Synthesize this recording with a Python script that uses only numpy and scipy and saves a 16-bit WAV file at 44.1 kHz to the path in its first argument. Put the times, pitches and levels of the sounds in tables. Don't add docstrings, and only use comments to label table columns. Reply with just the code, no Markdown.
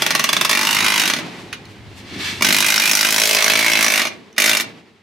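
import sys
import numpy as np
from scipy import signal
from scipy.fft import rfft, irfft, next_fast_len
from scipy.io import wavfile
from scipy.ndimage import uniform_filter1d, map_coordinates

SR = 44100
rng = np.random.default_rng(int(sys.argv[2]) if len(sys.argv) > 2 else 0)


def log_audio(samples):
    frames = np.atleast_2d(samples).T
    limited = np.clip(frames, -1, 1)
    pcm = np.round(limited * 32767).astype(np.int16)
    wavfile.write(sys.argv[1], SR, pcm)


N = 221545

# t/s, whirr/dB, treble of the blows/dB,
# focus on the favoured ring/dB, then level/dB of each of the four AXLE_MODES parts
BURST_FADERS = [
    [(0, -23, -22, 5, -30, -25, -25, -37), (0.47, -26, -21, 5, -32, -25, -26, -40),
     (0.56, -25, -23, 7, -27, -29, -23, -47), (0.7, -21, -22.5, 5, -30, -36, -22, -47),
     (0.95, -21, -23.5, 5, -30, -36, -25, -40), (1.08, -21, -23, 6, -27, -33, -37, -25),
     (1.2, -27, -45, 6, -26, -29, -42, -47)],
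    [(2.41, -32, -19.5, 12, -24, -28, -20, -26), (2.56, -22, -19.5, 15, -23, -33, -33, -32),
     (2.7, -24, -20.5, 17, -34, -33, -42, -28), (3.13, -22, -18, 13, -30, -33, -50, -31),
     (3.2, -23, -18, 14, -35, -24, -45, -31), (3.4, -22, -20, 16, -35, -23.5, -31, -29),
     (3.6, -21.5, -22.5, 14, -27, -27, -28, -19), (3.8, -21, -22, 13, -26, -27, -29, -18),
     (3.92, -22, -21, 12, -34, -26, -37, -21), (4.03, -18, -26, 9, -28, -27, -36, -24),
     (4.09, -32, -36.5, 9, -31.5, -28.5, -36, -27)],
    [(4.376, -36, -21, 18, -34, -30, -42, -18), (4.39, -28, -18.5, 18, -27, -26, -38, -15),
     (4.48, -20, -20, 16, -27, -26, -38, -18), (4.57, -20, -22.5, 15, -30, -25, -34, -23),
     (4.63, -28.5, -23, 11, -39, -44, -36, -31.5)],
]
CLATTER_EQ = [(290, -37), (500, 0), (641, -3.5), (786, 4), (1080, -1.5), (1410, -4), (2250, -1.5),
              (5980, -13.5), (7440, -19.5), (13200, -24), (16400, -34)]
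RUMBLE_FADERS = [(0, -35, -51), (0.6, -35.5, -52), (0.8, -36, -38), (1.0, -37, -55), (1.25, -36.5, -45),
                 (1.6, -42, -46), (1.9, -46, -38), (2.1, -43, -40), (2.17, -33, -37), (2.27, -39, -37),
                 (2.34, -35, -32), (2.39, -43, -36), (2.47, -32, -40), (2.6, -36, -54), (3.2, -43, -65),
                 (3.7, -45, -60), (4.1, -46, -57), (4.3, -52, -60), (4.65, -44, -58), (5.02, -60, -63)]
DRONE_EQ = [(65, -61), (110, -9.5), (180, -3), (270, -6), (400, -8), (480, -17), (700, -20), (910, -35),
            (1540, -120)]
BUFFET_EQ = [(15, -35.5), (30, -20), (60, -15), (100, 2.5), (140, -14), (250, -58.5)]
HUM_FADER = [(0, -50), (1.45, -56), (2.3, -60), (4.1, -51), (4.32, -54), (4.68, -48), (5.02, -63)]
HUM_MODES = [(345, 50, -8), (440, 100, 0)]
# t/s, level/dB, favoured ring/Hz
UNEVEN_BLOWS = [(0.0202, -1, 2910), (0.0631, -2, 3800), (0.1052, -2, 2220), (0.1498, -0.5, 2900),
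                (0.194, -2, 1700), (0.2397, -1, 1100), (0.2896, -1, 3800), (0.3296, -1, 3500),
                (0.3657, -1, 3800), (0.411, -0.5, 3790), (0.4483, -1, 2710), (0.4939, -2, 2340),
                (0.5108, -3, 2460), (0.5289, -2, 2980), (0.5497, -3, 2220), (1.0759, -5.5, 3050),
                (1.0984, -3, 2200), (1.1352, -4, 3460), (1.1638, -11, 2230), (1.1861, -14, 2710),
                (2.4083, -12, 3110), (2.4218, 0, 2290), (4.0166, -6, 3500), (4.0516, -8.5, 2230),
                (4.0695, -11, 2110), (4.3633, -24, 2260), (4.5698, -6, 5450), (4.5982, -7, 3720),
                (4.6072, -10, 5450)]
# t/s, blow rate up to the next row/Hz, level/dB, low ring/Hz, high ring/Hz, chance of the high ring (0-1)
EVEN_RUNS = [
    [(0.572, 50, -3, 2800, 4030, .6), (0.611, 52, -5.5, 2800, 4100, .5), (0.6891, 52, -5.5, 2700, 4500, .7),
     (0.7857, 52, -3, 2250, 4200, .55), (0.92, 52, -4, 2300, 3800, .55), (1.0549, 52, -4, 2200, 3640, .3)],
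    [(2.4462, 50.5, -2, 2650, 4170, .15), (2.6436, 51, -3, 2410, 4170, .1),
     (2.7215, 52.5, -3.5, 2400, 4200, .1), (2.7784, 52, -3, 2380, 4500, .1),
     (2.8942, 52, -5, 2500, 5400, .5), (2.9905, 52, -5.5, 2700, 4900, .8),
     (3.1057, 53.5, -6, 2290, 5300, .6), (3.3661, 51.5, -5, 2300, 5500, .5),
     (3.4245, 54, -4, 2200, 5830, .8), (3.5537, 55, -4.5, 2300, 1550, .3),
     (3.6088, 55.5, -4, 2200, 5800, .15), (3.6984, 55, -3, 2200, 3510, .1),
     (3.8261, 53, -4, 2230, 5300, .2), (3.9952, 53, -6, 2200, 3530, .3)],
    [(4.3802, 50, -1, 2220, 3500, .05), (4.4585, 56, -3, 2200, 3500, .1),
     (4.494, 53.5, -3.5, 2120, 3500, .8), (4.5499, 53, -5, 2730, 3690, .7)],
]
ACCENT_BLOWS = [(0.6694, -2, 2710), (0.7083, -6, 4520), (0.7861, -4, 2210), (0.844, -3, 2210),
                (0.9388, -4, 2210), (0.9966, -3, 2910), (2.4462, 0, 2730), (2.4665, -3, 1700),
                (2.4867, -3, 2710), (2.5451, -2, 4170), (2.5646, -3, 2420), (2.644, -2, 2400),
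                (2.683, -2, 2380), (2.7786, -1, 5400), (2.7974, -2, 2280), (2.819, -3, 2400),
                (2.9128, -3, 5700), (2.9517, -2, 5900), (3.0096, -2, 4790), (3.0474, -1, 2660),
                (3.1243, -5, 4930), (3.1807, -3, 2190), (3.2171, -2, 5850), (3.2354, -2, 5800),
                (3.3099, -3, 4910), (3.3473, -3, 5120), (3.3662, -2, 2640), (3.4241, -2, 5840),
                (3.4431, -1, 5830), (3.48, -2, 5810), (3.4984, 0, 2550), (3.5169, -4, 2730),
                (3.5538, -1, 2540), (3.5907, -3, 1520), (3.7337, -3, 5800), (3.8444, -3, 5800),
                (3.8814, -4, 5800), (3.9379, -3, 2860), (3.9759, -3, 2280), (4.4004, -3, 2220),
                (4.4194, -2, 2240), (4.4398, -3, 2120), (4.4937, -2, 3500), (4.5134, -3, 3470),
                (4.5311, -3, 2700)]
RESEAT_KNOCKS = [(1.5273, -12, 1100), (1.6535, -33, 4240), (2.144, -26, 2070), (4.3278, -38.5, 5800)]
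SOCKET_MODES = [(1095, 120, -11), (1510, 130, -9), (1715, 170, -9), (2090, 160, -4), (2260, 200, -3),
                (2420, 150, -3), (2708, 130, -5), (2900, 130, -4), (3515, 220, -3), (3800, 300, -3),
                (4200, 350, -4), (4560, 300, -8), (4900, 400, -6), (5400, 400, -7), (5850, 450, -6),
                (6600, 300, -10), (9330, 300, -15), (11150, 250, -15)]
AXLE_MODES = [
    [(108, 20, -9), (167, 40, -9), (225, 40, 5), (332, 40, 3)],
    [(430, 60, -8), (595, 50, -1), (652, 45, 0), (760, 70, -10)],
    [(860, 70, -3), (950, 70, 0), (1090, 90, 4)],
    [(1500, 67, -4), (2050, 200, -1), (2300, 200, 0)],
]
LINGER_MODES = [(660, 12, -9), (2710, 7, 4)]
HALL_DECAY = [(200, 0.86), (1000, 0.26), (3000, 0.25), (8000, 0.15), (15000, 0.05)]
OVERTONE_GLIDE = [(0.54, 830, -48), (0.59, 860, -34), (0.68, 925, -34), (0.78, 950, -39), (1.07, 960, -39),
                  (1.13, 940, -52)]
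# start/s, end/s, opening level/dB, fade/(dB/s), steady hiss/dB
HALL_TAILS = [(1.2, 2.41, -33, 62, -47.5), (4.1, 4.37, -39, 95, -59), (4.64, 5.03, -38.5, 95, -57.5)]
PAUSE_EQ = [(250, -26), (450, -6), (800, 2.5), (1450, -3), (2000, 0.5), (4000, -5.5), (7000, -17),
            (14000, -31.5), (16000, -44)]
# peak t/s, 20 dB rise/s, 20 dB fall/s, body/dB, treble/dB
GLOVE_SCRAPES = [(1.42, .1, .12, -60, -58), (1.71, .03, .06, -58, -60), (1.98, .04, .06, -54, -50),
                 (2.145, .17, .1, -36, -55), (2.205, .03, .3, -30.5, -44), (2.255, .08, .22, -26.5, -39)]

BLOW_SCATTER_DB, BLOW_JITTER_S, RING_SPREAD = 1.1, .00012, .03
SNAP_DB_PER_OCTAVE, KNOCK_FOCUS_DB = 6, 17
SNAP_TAIL_T60_S, RATTLE_T60_S = .054, .068
SEATING_DRIFT_RAD = .35
TAIL_TREBLE_DB, TREBLE_FADE_RATIO = -17, 1.2
SCRAPE_ABOVE_HZ, TOP_HZ = 1600, 16000


def amp(db):
    return 10 ** (np.asarray(db) / 20)


def unit(x):
    return x / np.sqrt(np.mean(x ** 2) + 1e-20)


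def along(points, hz):
    f, v = np.transpose(points)
    return np.interp(np.log(hz + 1), np.log(f + 1), v)


def faders(spans):
    rows = []
    for span in spans:
        off = [-120] * (len(span[0]) - 1)
        rows += [(span[0][0] - .01, *off), *span, (span[-1][0] + .01, *off)]
    s, *columns = np.transpose(rows)
    return [np.interp(np.arange(N) / SR, s, column) for column in columns]


def wobble(rate):
    return map_coordinates(rng.standard_normal(int(N * rate / SR) + 4), [np.arange(N) * rate / SR])


def filtered(x, response):
    size = next_fast_len(x.shape[-1] + 4096)
    return irfft(rfft(x, size) * response(np.fft.rfftfreq(size, 1 / SR)), size)[..., :x.shape[-1]]


def modes(table, hz):
    centre, width, db = np.transpose(table)[:, :, None]
    sign = (-1.) ** np.arange(len(centre))[:, None]
    return sign * amp(db) * 1j * hz * width / (centre ** 2 - hz ** 2 + 1j * hz * width)


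def stereo_noise(side_db, shape=(N,)):
    mid, side = rng.standard_normal((2, *shape))
    return np.array([mid + amp(side_db) * side, mid - amp(side_db) * side])


def highpass(hz, corner_hz):
    return 1 / (1 + (corner_hz / (hz + 1)) ** 4)


def motor(whirr_db):
    colour = lambda hz: amp(along(CLATTER_EQ, hz)) * (.3 + highpass(hz, 1300))
    return amp(whirr_db - 3.5 + .64 * wobble(60)) * unit(filtered(stereo_noise(side_db=-17), colour))


def rumble():
    drone_db, buffet_db = faders([RUMBLE_FADERS])
    drone = unit(filtered(stereo_noise(side_db=-17), lambda hz: amp(along(DRONE_EQ, hz))))
    buffet = unit(filtered(stereo_noise(side_db=-10), lambda hz: amp(along(BUFFET_EQ, hz))))
    return amp(drone_db + 2.3 * wobble(12)) * drone + amp(buffet_db - 4.5 + 1.3 * wobble(4)) * buffet


def shop_hum():
    hum = unit(filtered(stereo_noise(side_db=-12), lambda hz: modes(HUM_MODES, hz).sum(axis=0) ** 2))
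    hum_db, = faders([HUM_FADER])
    return amp(hum_db + 1.5 * wobble(10)) * hum


def blow_pattern():
    blows = [np.array(UNEVEN_BLOWS)]
    for run in EVEN_RUNS:
        s, rate, db, low_hz, high_hz, chance = np.transpose(run)
        count = np.append(0, np.cumsum(np.round(np.diff(s) * rate[:-1])))
        turn = np.arange(count[-1] + 1)
        jitter, scatter, detune = rng.standard_normal((len(turn), 3)).T
        row = np.floor(np.interp(turn, count, np.arange(len(s)))).astype(int)
        rings_high = rng.random(len(turn)) < chance[row]
        times = np.interp(turn, count, s) + BLOW_JITTER_S * jitter
        levels = np.interp(turn, count, db) + BLOW_SCATTER_DB * scatter
        ring_hz = np.where(rings_high, high_hz[row], low_hz[row]) * np.exp(RING_SPREAD * detune)
        blows.append(np.transpose([times, levels, ring_hz]))
    blows = np.vstack(blows)
    for accent in ACCENT_BLOWS:
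        blows[np.argmin(abs(blows[:, 0] - accent[0]))] = accent
    return blows


def socket_chatter(blows, treble_db, focus_db):
    s, db, favour_hz = np.vstack([blows, RESEAT_KNOCKS]).T[:, :, None]
    t = np.arange(SR // 10) / SR
    start = np.round(s * SR).astype(int)
    shape = (len(s), len(t))
    attack = 1 - np.exp(-t * (favour_hz / 2300).clip(1) ** 2.5 / .001)
    swell = 1 - np.exp(-t / .0013)
    grain = unit(uniform_filter1d(stereo_noise(side_db=-9, shape=shape), size=4, axis=1))
    octaves = np.log2(favour_hz / 2300).clip(0)
    crack = attack * amp(1 + SNAP_DB_PER_OCTAVE * octaves - 60 * t / .011)
    tail = swell * amp(-60 * t * 2.6 ** octaves / SNAP_TAIL_T60_S)
    snap = grain * (crack + tail)
    rattle = grain * swell * amp(.5 - 60 * t / RATTLE_T60_S)
    spit_envelope = (1 - np.exp(-t / .0005)) * (amp(-60 * t / .012) + amp(4 - 60 * t / .072))
    spit = stereo_noise(side_db=-10, shape=shape) * spit_envelope

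    nearness = np.exp(-np.log(np.array(SOCKET_MODES)[:, 0] / favour_hz) ** 2 / .009)
    mode_gains = amp(2 * rng.standard_normal(nearness.shape))
    focused = mode_gains * amp(np.where(focus_db[start] > 0, focus_db[start], KNOCK_FOCUS_DB) * nearness)
    seating = np.exp(1j * np.cumsum(SEATING_DRIFT_RAD * rng.standard_normal(s.shape), axis=0))
    clatter = lambda hz: amp(along(CLATTER_EQ, hz)) * highpass(hz, 1240)
    body = lambda hz: seating * amp(3) * clatter(hz) * (1 - highpass(hz, 5800))
    ring = (filtered(snap, lambda hz: focused @ modes(SOCKET_MODES, hz) + body(hz))
            + filtered(rattle, lambda hz: mode_gains @ modes(SOCKET_MODES, hz) + body(hz)))
    ring /= np.sqrt(np.mean(ring ** 2, axis=(0, 2), keepdims=True))
    spit = unit(filtered(spit, lambda hz: clatter(hz) * highpass(hz, 5210)))

    scatter_db = 1.85 * rng.standard_normal(s.shape)
    spit_gain = np.maximum(amp(treble_db[start] - 9 + scatter_db), amp(db - 39))
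    hits = amp(db - 21.5) * ring + spit_gain * spit
    at = start + np.arange(len(t))
    return np.array([np.bincount(at.ravel(), channel.ravel(), N + len(t))[:N] for channel in hits])


def axle_thuds(times, parts_db):
    at = np.round(times * SR).astype(int)
    push = np.zeros(N)
    push[at] = amp(1.1 * rng.standard_normal(len(at)))
    rings = [unit(filtered(push, lambda hz: modes(part, hz).sum(axis=0) * highpass(hz, 85)))
             for part in AXLE_MODES]
    return sum(amp(db - 9) * ring for db, ring in zip(parts_db, rings))


def lingering_ring(tool):
    return filtered(tool, lambda hz: modes(LINGER_MODES, hz).sum(axis=0))


def hall(x):
    hz, t, spectrum = signal.stft(rng.standard_normal((2, SR // 2)), SR, nperseg=256)
    tail = signal.istft(spectrum * amp(-60 * t / along(HALL_DECAY, hz)[:, None]), SR, nperseg=256)[1]
    return signal.fftconvolve(np.pad(x, (300, 0))[None], tail / np.linalg.norm(tail[0]), axes=1)[:, :N]


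def rising_overtone():
    s, hz, db = np.transpose(OVERTONE_GLIDE)
    t = np.arange(N) / SR
    pitch = np.interp(t, s, hz) * (1 + .008 * wobble(40))
    level = amp(np.interp(t, s, db, left=-120, right=-120) + 3 + 2.5 * wobble(35))
    return level * np.sin(2 * np.pi * np.cumsum(pitch) / SR)


def tails_and_scrapes():
    t = np.arange(N) / SR
    tail, scrape = np.zeros((2, 2, N))
    for start, end, db, fade_db_per_s, hiss_db in HALL_TAILS:
        fading = amp(db - fade_db_per_s * (t - start).clip(0) * np.array([[1], [TREBLE_FADE_RATIO]]))
        tail += ((t > start) & (t < end)) * (fading + amp(hiss_db)) * amp([[0], [TAIL_TREBLE_DB]])
    for s, rise, fall, db, treble_db in GLOVE_SCRAPES:
        scrape += amp(np.array([[db], [treble_db]]) + 20 * np.minimum((t - s) / rise, (s - t) / fall))
    scrape *= t < HALL_TAILS[0][1]
    noise = filtered(stereo_noise(side_db=-6), lambda hz: amp(along(PAUSE_EQ, hz)))
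    treble = filtered(noise, lambda hz: highpass(hz, 6440))
    body = noise - treble
    steely = lambda hz: (.15 + highpass(hz, SCRAPE_ABOVE_HZ)) * (.9 + modes(SOCKET_MODES, hz).sum(axis=0))
    thin = filtered(body, steely)
    mix = tail[0] * unit(body) + scrape[0] * unit(thin) + (tail[1] + scrape[1]) * unit(treble)
    return amp(wobble(30)) * mix


def scene():
    whirr_db, treble_db, focus_db, *parts_db = faders(BURST_FADERS)
    blows = blow_pattern()
    tool = socket_chatter(blows, treble_db, focus_db) + axle_thuds(blows[:, 0], parts_db)
    tool += motor(whirr_db) + rising_overtone()
    tool += lingering_ring(tool)
    tool += amp(-10) * hall(tool.mean(axis=0))
    return tool * amp([[-.6], [.6]]) + rumble() + shop_hum() + tails_and_scrapes()


def record(dry):
    soft = dry / (1 + np.abs(dry) ** 6) ** (1 / 6)
    return filtered(soft, lambda hz: 1 / (1 + (hz / TOP_HZ) ** 120))


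dry = scene()
out = record(dry)
log_audio(out)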